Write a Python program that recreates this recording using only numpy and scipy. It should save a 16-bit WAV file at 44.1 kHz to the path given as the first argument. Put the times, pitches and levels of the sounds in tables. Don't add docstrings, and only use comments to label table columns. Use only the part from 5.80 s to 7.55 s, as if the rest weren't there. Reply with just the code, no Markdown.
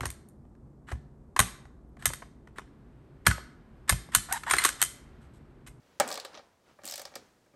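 import sys
import numpy as np
from scipy import signal
from scipy.fft import rfft, irfft
from scipy.io import wavfile

SR = 44100
rng = np.random.default_rng(int(sys.argv[2]) if len(sys.argv) > 2 else 0)


def wrap_up_sound(samples):
    columns = np.atleast_2d(samples).T
    tamed = np.clip(columns, -1, 1)
    steps = np.round(tamed * 32767).astype(np.int16)
    wavfile.write(sys.argv[1], SR, steps)


N = 77175
T = np.arange(N) / SR
HZ = np.maximum(np.arange(N // 2 + 1) * SR / N, 1)


# start_s, tick_db, resonance_hz, treble_db, panel_db
TOOTH_DROPS = [(0.276, -41, 7700, 5.5, -55), (.2878, -41, 8300, -6, -51), (.3020, -44, 4800, 6, -34.5),
               (0.314, -37.5, 4400, -7, -37), (.3253, -37.5, 5500, -2, -43.5), (.3408, -41, 4600, 2, -48),
               (.3550, -41.5, 4800, -6, -44.5), (.3745, -41, 3900, -4, -35.5),
               (0.3987, -40.5, 4000, -8.5, -62), (.4484, -42.5, 3630, -7, -40.5),
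               (1.0532, -41, 7950, 8, -51.5), (1.0641, -44.5, 7950, 6, -52.5),
               (1.0752, -40, 7400, -2, -50.5), (1.0858, -42, 4600, 4, -54), (1.0972, -41, 7250, 0, -52.5),
               (1.1098, -40, 6000, 4.5, -68), (1.1222, -39.5, 5450, 2, -46.5), (1.1381, -39, 5070, -1, -45),
               (1.1560, -40, 7340, 3, -64), (1.1778, -42, 5800, 3, -45), (1.1946, -43.5, 4970, 2, -43.5),
               (1.2160, -45.5, 7160, 6, -46), (1.2525, -42.5, 4960, -8, -44.5),
               (1.3542, -41, 4870, 3, -46.5)]
# frequency_hz, gain_db
TICK_SPECTRUM = [(1000, -5), (2200, 2.5), (3400, 6.5), (5200, 7), (6500, 3), (8300, 7.5), (10000, -0.5),
                 (13000, 3), (16000, -7)]

def pawl():
    out, colour = np.zeros(N), spectrum(TICK_SPECTRUM)
    peak_db, width_oct, shelf_hz = 6, 0.28, 10100
    shelf = 1 / (1 + (shelf_hz / HZ) ** 8)
    for start_s, tick_db, resonance_hz, treble_db, _ in TOOTH_DROPS:
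        resonance = np.exp(-.5 * (np.log2(HZ / resonance_hz) / width_oct) ** 2)
        emphasis = from_db(peak_db * resonance + treble_db * shelf)
        tick = burst(colour * emphasis, rise_s=.0005, hold_s=.002, t60_s=.016)
        out += from_db(tick_db) * delayed(tick, start_s)
    return out


# start_s, steel_db, panel_db, thud_db
SOCKET_KNOCKS = [(0.1995, -21, -16, -36), (0.2174, -74, -28.5, -39.5), (0.988, -74, -51.5, -72),
                 (1.0351, -49, -50, -63), (1.044, -45, -56.5, -52), (1.272, -56, -50.5, -72),
                 (1.3185, -74, -54, -89), (1.358, -46.5, -40.5, -49.5), (1.661, -74.5, -64.5, -65.5),
                 (1.736, -81, -61, -59)]
# pitch_hz, relative_db, t60_s
STEEL_MODES = [(4420, -6, 0.034), (4880, 5, 0.02), (5434, -1.5, .03), (7055, 1.5, 0.023),
               (7810, 1.5, 0.028), (8360, 4, 0.037), (9650, -8, 0.014), (10870, -6, 0.022),
               (15100, -7.5, 0.017)]
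# frequency_hz, gain_db
CRACK_SPECTRUM = [(700, -9), (2000, -10), (2800, 4.5), (5000, 2), (8300, 4), (10500, -3.5), (16000, -7.5)]
# frequency_hz, gain_db
THUD_SPECTRUM = [(60, -29), (130, -12.5), (240, 8), (330, 2.5), (480, 3), (900, -17), (7000, -29),
                 (11000, -40), (16000, -55.5)]

def socket():
    out, hardest_db = np.zeros(N), max(row[1] for row in SOCKET_KNOCKS)
    ring_growth = 1.7
    for start_s, steel_db, _, thud_db in SOCKET_KNOCKS:
        crack = burst(spectrum(CRACK_SPECTRUM), rise_s=.00028, hold_s=.0014, t60_s=.017)
        steel = from_db(-26.5 + ring_growth * (steel_db - hardest_db)) * ring(STEEL_MODES)
        thud = burst(spectrum(THUD_SPECTRUM), rise_s=.0045, hold_s=.0029, t60_s=.31)
        out += delayed(from_db(steel_db - 6) * crack + steel + from_db(thud_db) * thud, start_s)
    return out


# pitch_hz, relative_db, t60_s
PANEL_MODES = [(432, -18.5, 0.18), (536.2, -1.5, 0.11), (590, 3.5, 0.061), (720, -7, 0.081),
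               (784, -9, 0.063), (888, -12.5, 0.12), (961, -10.5, .07), (1173, -2, 0.042),
               (1240, -14, 0.12), (1376, -13.5, 0.095), (1740, -23.5, 0.037), (1872, -6, 0.062),
               (2274, -21, 0.11), (2293, -9, 0.089)]
# frequency_hz, gain_db
CLATTER_SPECTRUM = [(200, -18), (330, -10), (470, -7.5), (560, 1), (670, -4.5), (790, 6), (1020, -18.5),
                    (1230, -3), (1490, -15.5), (1640, -0.5), (2000, -20.5), (2300, -7.5), (2800, -46.5),
                    (5000, -38), (15000, -54.5)]

def panel():
    blows = [(start_s, panel_db) for start_s, _, _, _, panel_db in TOOTH_DROPS]
    blows += [(start_s, panel_db) for start_s, _, panel_db, _ in SOCKET_KNOCKS]
    blows += [(start_s, panel_db) for start_s, _, panel_db in THREAD_SLIPS]
    out, colour = np.zeros(N), spectrum(CLATTER_SPECTRUM)
    for start_s, panel_db in blows:
        clatter = from_db(-5) * burst(colour, rise_s=.0012, hold_s=.0036, t60_s=.058)
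        ringing = from_db(-4) * delayed(ring(PANEL_MODES), delay_s=.00037)
        out += from_db(panel_db) * delayed(clatter + ringing, start_s)
    return out


# start_s, scrape_db, panel_db
THREAD_SLIPS = [(.533, -62, -57.5), (.5435, -52, -56), (.55, -50, -52), (.574, -50.5, -46.5),
                (0.592, -61, -48), (1.017, -68.5, -58), (1.339, -58.5, -54)]
# frequency_hz, gain_db
SCRAPE_SPECTRUM = [(200, 1), (1000, -7.5), (2500, -2.5), (4000, 2), (5800, -2), (8000, -20), (11000, -46),
                   (16000, -40)]
# centre_s, half_length_s, level_db
RUB_SWELLS = [(.12, 0.13, -68), (0.555, 0.036, -54), (0.898, 0.048, -62), (1.046, 0.013, -58)]
# frequency_hz, gain_db
RUB_SPECTRUM = [(100, -7), (250, 8), (420, 3), (580, 2), (900, -0.5), (1400, 0), (2200, -5.5), (4500, -12),
                (8000, -21.5), (15000, -34.5)]

def thread():
    slips = np.zeros(N)
    for start_s, scrape_db, _ in THREAD_SLIPS:
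        scrape = burst(spectrum(SCRAPE_SPECTRUM), rise_s=.0005, hold_s=.001, t60_s=.01)
        slips += from_db(scrape_db) * delayed(scrape, start_s)
    swell = sum(from_db(level_db) * np.exp(-((T - centre_s) / half_length_s) ** 2)
                for centre_s, half_length_s, level_db in RUB_SWELLS)
    return slips + swell * noise(spectrum(RUB_SPECTRUM))


# frequency_hz, level_db
REVERB_LEVELS = [(100, 0.5), (250, -11.5), (600, -14), (1500, -11), (3000, -13), (5000, -12), (9000, -25),
                 (15000, -22.5)]
# frequency_hz, t60_s
REVERB_TIMES = [(150, 0.43), (600, .85), (2000, 0.63), (5000, 0.27), (9000, 1), (15000, 0.13)]

def garage(direct):
    out, direct_spectrum = np.zeros(N), rfft(direct)
    for hz in 125 * 2 ** (np.arange(15) / 2):
        band = np.sqrt(np.maximum(1 - 2 * abs(np.log2(HZ / hz)), 0))
        power = irfft(direct_spectrum * band, N) ** 2
        retained = 10 ** (-6 / (at_hz(REVERB_TIMES, hz) * SR))
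        energy = signal.lfilter([1 - retained], [1, -retained], power)
        out += from_db(at_hz(REVERB_LEVELS, hz)) * np.sqrt(energy) * noise(band)
    return delayed(out, delay_s=.014)


# time_s, level_db
AIR_LEVELS = [(0, -67.5), (.2, -66), (.75, -70), (1.2, -64), (1.75, -69)]
# frequency_hz, gain_db
AIR_SPECTRUM = [(40, -8.5), (80, -3.5), (200, -5), (600, -8.5), (1200, -15), (2500, -21), (6000, -23),
                (11000, -30.5), (16000, -35)]

def air():
    level_db = np.interp(T, *np.transpose(AIR_LEVELS))
    return from_db(level_db) * noise(spectrum(AIR_SPECTRUM))


def burst(gains, rise_s, hold_s, t60_s):
    bay_db, bay_t60_s, bay_cutoff_hz = -8, .11, 9000
    decay = np.log(1000) * np.maximum(T - rise_s - hold_s, 0)
    bay_lowpass = 1 / np.sqrt(1 + (HZ / bay_cutoff_hz) ** 6)
    direct = noise(gains) * np.exp(-decay / t60_s)
    scatter = from_db(bay_db) * noise(gains * bay_lowpass) * np.exp(-decay / bay_t60_s)
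    return unit_blow(np.minimum(T / rise_s, 1) * (direct + scatter))


def ring(modes, spread_db=1.46):
    t, out = T[:N // 4], np.zeros(N)
    for k, (pitch_hz, relative_db, t60_s) in enumerate(modes):
        amplitude = (-1) ** k * from_db(relative_db + spread_db * rng.standard_normal())
        decay = np.exp(-np.log(1000) * t / t60_s)
        out[:len(t)] += amplitude * np.sin(2 * np.pi * pitch_hz * t) * decay
    return unit_blow(out)


def from_db(db):
    return 10 ** (np.asarray(db) / 20)


def at_hz(points, hz):
    frequencies, values = np.transpose(points)
    return np.interp(np.log(hz), np.log(frequencies), values)


def spectrum(points):
    return from_db(at_hz(points, HZ)) * np.minimum(HZ / points[0][0], 1) ** 2


def noise(gains):
    x = irfft(gains * np.exp(2j * np.pi * rng.random(len(HZ))), N)
    return x / x.std()


def unit_blow(x):
    return x / np.sqrt(np.sum(x ** 2) / (.01 * SR))


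def delayed(x, delay_s):
    start = int(np.clip(delay_s * SR, 0, N - 1))
    return np.concatenate([np.zeros(start), x[:N - start]])


def scene():
    low_cut = signal.butter(2, 110, "high", fs=SR, output="sos")
    tool = signal.sosfilt(low_cut, pawl() + socket() + panel() + thread())
    return (tool + air() + garage(tool))[None]


def record(dry):
    cutoff_hz = 15800
    return signal.sosfilt(signal.ellip(10, .2, 80, cutoff_hz, fs=SR, output="sos"), dry)


dry = scene()
out = record(dry)
wrap_up_sound(out)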